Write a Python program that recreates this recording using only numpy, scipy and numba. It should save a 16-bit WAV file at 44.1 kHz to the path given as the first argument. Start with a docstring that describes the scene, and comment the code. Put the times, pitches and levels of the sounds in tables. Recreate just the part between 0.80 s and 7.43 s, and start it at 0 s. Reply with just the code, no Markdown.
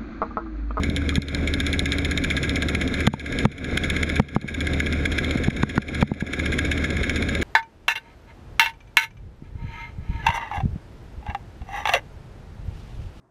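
"""Under a boat, beside the propellers

A diver's camera hangs below the hull, its microphone inside the housing, while the machinery runs. Engine hum
and rumble fill the water, with a steady hiss through the housing and two small bubbles close by. Once a turn
the slack in the drive closes with a knock and a chatter, ringing the housing. Bumps on the housing overload the
microphone, and the gain control ducks the drone after them."""
import sys
import numpy as np
from scipy import signal
from scipy.fft import rfft, irfft, next_fast_len
from scipy.io import wavfile
from scipy.ndimage import uniform_filter1d
from numba import njit

SR = 44100
rng = np.random.default_rng(int(sys.argv[2]) if len(sys.argv) > 2 else 0)


def persist_wave(psi):
    """Save psi, clipped to +-1, as 16-bit WAV."""
    counts = np.round(np.clip(psi, -1, 1) * 32767).astype(np.int16)
    wavfile.write(sys.argv[1], SR, np.atleast_2d(counts).T)


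N = 292383
T = np.arange(N) / SR
FFT_SIZE = next_fast_len(N + 8192, real=True)
FREQS = np.maximum(np.arange(FFT_SIZE // 2 + 1) * SR / FFT_SIZE, 1)

# rumble of hull and churned water, all around the microphone: (frequency [Hz], level [dB])
RUMBLE_SPECTRUM = [(10, -25), (28, -8.5), (70, -5), (110, -7), (170, -11.5), (260, -5), (350, -12),
                   (500, -15.5), (680, -22.5), (850, -33.5), (1300, -34), (2500, -54.5), (8000, -70)]
# a steady hiss heard through the housing: (time [s], level [dB])
WASH_LEVEL = [(0, -3.5), (.7, -1), (6.63, -.5)]
# the engine's main hum: (time [s], level [dB])
HUM_LEVEL = [(0, -22), (2.9, -30), (3.9, -25.5), (4.4, -28), (5.8, -26), (6.63, -27.5)]
# machinery tones as the camera drifts along the hull: (frequency [Hz], start level [dB], end level [dB])
ENGINE_TONES = [(30.7, -35.5, -44.5), (49.3, -68, -40), (60.8, -39.5, -65), (90.2, -45, -38.5),
                (139.5, -36.5, -36), (180.2, -35, -37), (242, -50, -39.5), (267, -44, -43),
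                (281, -27.5, -51), (307, -51, -40), (372, -47.5, -44.5), (553, -55.5, -47.5),
                (1083, -57, -55.5)]
# small bubbles near the microphone: (time [s], pitch [Hz], level [dB])
BUBBLE_RINGS = [(.219, 1510, -23), (0.324, 1220, -25)]
# resonances of the housing around the microphone:
# (frequency [Hz], nominal width [Hz], wash gain [dB], strike gain [dB], chatter gain [dB])
HOUSING_MODES = [(1421, 320, -21.5, -24, -29), (1644, 165, -15.5, -15, -15.5), (2135, 290, -17, -16, -19),
                 (2253, 370, -19, -2.5, -18), (3378, 517, -28.5, -1, -27), (3678, 150, -23.5, 2, -29),
                 (4053, 285, -33, -3, -37.5), (5287, 760, -38.5, -13.5, -40),
                 (6805, 750, -39.5, -14.5, -36.5), (8460, 180, -54, -34, -55), (9480, 540, -49.5, -20, -45),
                 (10505, 1180, -48, -19, -44), (12300, 830, -64, -38, -64)]
# bumps on the housing: (time [s], level [dB], low-pass cutoff [Hz], ring pitch [Hz], relative ring [dB])
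HOUSING_BUMPS = [(0.0887, -6.5, 258.5, 606, -33), (0.38, 4.5, 243, 600, -50),
                 (2.2735, 16.5, 1130, 1570, -10), (2.338, -1, 1500, 900, -3),
                 (2.653, 17.5, 660, 1090, -20.5), (3.3976, 18, 600, 780, -15.5),
                 (3.5633, 10, 850, 795, -10), (3.643, -5.5, 586, 810, -29), (4.556, -8.5, 300, 600, -23),
                 (4.682, 2, 344, 600, -50), (4.8333, 3.5, 1410, 1480, -8.5), (4.9787, 6, 910, 1430, -6),
                 (5.2260, 15, 636, 780, -17), (5.3162, 4.5, 497, 820, -17), (5.4233, -1.5, 350, 850, -20)]
# the housing's wobble after a bump: (frequency [Hz], level [dB], t60 [s])
WOBBLE_MODES = [(84, -23.5, 0.15), (141.4, -20, 0.16), (208.7, -5.5, 0.071), (313, -58, 0.059),
                (526, -44, 0.068)]
# rotation of the drive: (time [s], speed [turns/s])
DRIVE_SPEED = [(0, 15.473), (.6, 15.713), (2, 15.678), (3.3, 15.574), (4.8, 15.697), (6.63, 15.64)]
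# each turn's knock, duller as the camera drifts aft: (time [s], strike level [dB], chatter level [dB])
KNOCK_LEVELS = [(0, -0.5, 6), (.75, 1.5, 10), (1.9, -1.5, 12), (2.7, -7.5, 11), (4, -5.5, 11.5),
                (5.2, -12, 11), (6.63, -8, 12.5)]
# the drive slams home with a loud clatter: (time [s], level [dB])
SLAMS = [(0.2921, 18.5), (.548, 14), (0.7376, 17), (0.8034, 17.5), (1.446, 23.5), (1.95, 21), (2.975, 27),
         (3.232, 24.5), (4.002, 23), (4.258, 23.5), (4.3862, 20.5), (5.7898, 25.5), (6.2956, 22.5)]
# turns on which the slack hardly closes: (time [s])
SLIP_TIMES = [.228, .611, 2.908, 4.19]


def undb(db):
    """Decibels to gain."""
    return 10 ** (np.asarray(db) / 20)


def curve(table, column=1):
    """One column of a table, joined by straight lines in time."""
    rows = np.array(table)
    return np.interp(T, rows[:, 0], rows[:, column])


def noise():
    """White noise of unit strength."""
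    return rng.standard_normal(N)


def wander(rate_hz):
    """A smooth random drift of unit spread."""
    hold = int(SR / rate_hz)
    steps = np.repeat(rng.standard_normal(N // hold + 1), hold)
    smooth = uniform_filter1d(uniform_filter1d(steps, hold), hold)[:N]
    return smooth / smooth.std()


def decay(kicks, seconds):
    """Each kick dies away with the given time constant."""
    return signal.lfilter([1], [1, -np.exp(-1 / (seconds * SR))], kicks)


def ring(t, hz, t60):
    """One damped resonance."""
    return np.sin(2 * np.pi * hz * t) * np.exp(-np.log(1000) * t / t60)


def add(out, at_s, sound):
    """Mixes a short sound in at the given time."""
    start = int(at_s * SR)
    out[start:start + len(sound)] += sound[:N - start]


def colour(x, gain):
    """Causal filter with the given gain at each frequency: it rings after a hit, never before."""
    cepstrum = irfft(np.log(gain + 1e-7), FFT_SIZE)
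    cepstrum[1:FFT_SIZE // 2] *= 2
    cepstrum[FFT_SIZE // 2 + 1:] = 0
    return irfft(rfft(x, FFT_SIZE) * np.exp(rfft(cepstrum)), FFT_SIZE)[:N]


def housing(x, column, skirt):
    """Sound reaches the microphone through the ringing housing; skirt sets how deep the valleys lie."""
    power = 0
    for mode in HOUSING_MODES:
        hz, width_hz = mode[:2]
        detuning = hz / width_hz * (FREQS / hz - hz / FREQS)
        power += undb(mode[column]) ** 2 / (1 + detuning ** 2) ** skirt
    return colour(x, np.sqrt(power))


def tone(hz, db, waver_db, drift_rad):
    """A machinery tone that wavers in level and phase."""
    phase = 2 * np.pi * (hz * T + rng.random()) + drift_rad * wander(3.14)
    return np.sqrt(2) * undb(db + waver_db * wander(6)) * np.sin(phase)


def rumble(flutter_db=2):
    """Hull and churned water surround the microphone with restless low noise."""
    hz, db = np.transpose(RUMBLE_SPECTRUM)
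    spectrum = undb(np.interp(np.log(FREQS), np.log(hz), db))
    return colour(noise() * undb(flutter_db * wander(90)), spectrum)


def housing_hiss():
    """A steady hiss reaches the microphone through the ringing housing."""
    return housing(noise() * undb(curve(WASH_LEVEL) + wander(70)), column=2, skirt=2.07)


def engine(hum_hz=75.55, whine_hz=719, whine_db=-48, nearest_s=3.9, half_pass_s=1.1):
    """Hum and weaker tones carry through the water; a gear whine swells as the camera drifts past."""
    hum = tone(hum_hz, curve(HUM_LEVEL), waver_db=1, drift_rad=0.055)
    relative_distance = np.hypot(1, (T - nearest_s) / half_pass_s)
    whine = tone(whine_hz, whine_db, waver_db=4.5, drift_rad=1) / relative_distance
    tones = sum(tone(hz, np.linspace(start_db, end_db, N), waver_db=1, drift_rad=0.053)
                for hz, start_db, end_db in ENGINE_TONES)
    return hum + whine + tones


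def bubbles(t60=0.052, rise=0.97):
    """Close to the microphone, each bubble rings briefly and rises in pitch."""
    out, t = np.zeros(N), T[:SR // 10]
    for at_s, hz, db in BUBBLE_RINGS:
        add(out, at_s, undb(db) * ring(t, hz * (1 + rise * t), t60))
    return out


def bumps(flex_hz=145, flick_s=0.0006, flick_cycles=1.172, swell_s=0.0021, ring_t60=0.027):
    """The housing flexes right at the microphone: a flick slowing to a swing, a wobble, a hollow ring."""
    out, t = np.zeros(N), T[:SR // 4]
    cycles = flex_hz * t + flick_cycles * (1 - np.exp(-t / flick_s))
    swell = t / swell_s
    flex = np.sin(2 * np.pi * cycles) * swell * np.exp(1 - swell)
    wobble = sum(undb(db) * ring(t, hz, t60) for hz, db, t60 in WOBBLE_MODES)
    for at_s, db, cutoff_hz, ring_hz, ring_db in HOUSING_BUMPS:
        thud = signal.lfilter(*signal.butter(2, cutoff_hz, fs=SR), flex + wobble)
        hollow = undb(ring_db) * ring(t, ring_hz, ring_t60)
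        add(out, at_s, undb(db) * (thud + hollow))
    return out


def drive(start_turn=0.468, strike_s=0.0017, chatter_s=0.004, clatter_s=0.0026,
          impact_db=11, slam_db=10, slip_db=-29, rattle_db=2.5, tick_db=-18, ticks_per_s=8):
    """Close by, the slack in the drive closes once a turn with a strike, then the parts chatter."""
    speed = curve(DRIVE_SPEED)
    turns = start_turn + np.cumsum(speed) / SR
    turn = turns.astype(int)
    since_strike_s = (turns - turn) / speed
    strike_scatter, length_scatter, chatter_scatter = rng.standard_normal((turn[-1] + 1, 3))[turn].T
    slipped = np.isin(turn, np.round(np.interp(SLIP_TIMES, T, turns)))
    strike_gain = undb(curve(KNOCK_LEVELS, column=1) + slip_db * slipped + 2 * strike_scatter)
    chatter_gain = undb(curve(KNOCK_LEVELS, column=2) + slip_db * slipped + 1.5 * chatter_scatter)
    kicks = np.diff(turn, prepend=0) * strike_gain
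    # the chatter swells as the parts rebound, and lasts a little longer on some turns
    swell = since_strike_s / (chatter_s * np.exp(0.31 * length_scatter))
    rebounds = chatter_gain * swell * np.exp(1 - swell)
    # now and then the parts slam home; stray ticks fall in between
    slams = np.zeros(N)
    for at_s, db in SLAMS:
        slams[int(at_s * SR)] = undb(db)
    ticks = (rng.random(N) < ticks_per_s / SR) * undb(tick_db + 1.7 * noise())
    # each blow is one clean impact followed by a brief scrape
    strike = undb(impact_db) * kicks + noise() * decay(kicks + ticks, strike_s)
    scrape = noise() * np.hypot(rebounds * undb(rattle_db * wander(700)), decay(slams, clatter_s))
    chatter = undb(slam_db) * slams + scrape
    return housing(strike, column=3, skirt=2.1) + housing(chatter, column=4, skirt=2.05)


def scene():
    """One microphone under the hull: machinery through the water, bumps through the housing."""
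    return (engine() + rumble() + drive() + housing_hiss() + bumps() + bubbles())[None]


@njit
def follow_level(rectified, attack, slew, release, rest):
    """The camera's level detector: rises fast at a limited rate, falls slowly, never below rest."""
    out, level = np.empty(len(rectified)), rest
    for i, sample in enumerate(rectified):
        if sample > level:
            level += min((sample - level) * attack, level * slew)
        else:
            level = max(level - level * release, rest)
        out[i] = level
    return out


def record(dry, threshold_db=-19.5, attack_s=0.005, release_s=0.11, duck_db_per_s=3600, ceiling=0.42):
    """The camera's gain ducks on overloads and creeps back; what slips past clips; the top rolls off."""
    threshold = float(undb(threshold_db))
    slew = float(undb(duck_db_per_s / SR)) - 1
    level = follow_level(np.abs(dry[0]), 1 / (attack_s * SR), slew, 1 / (release_s * SR), threshold)
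    ducked = dry * threshold / level
    clipped = ducked / (1 + (ducked / ceiling) ** 8) ** (1 / 8)
    treble_rolloff = signal.butter(4, 13000, fs=SR, output="sos")
    steep_cut = signal.ellip(8, 0.2, 70, 15000, fs=SR, output="sos")
    return signal.sosfilt(steep_cut, signal.sosfilt(treble_rolloff, clipped))


dry = scene()
out = record(dry)
persist_wave(out)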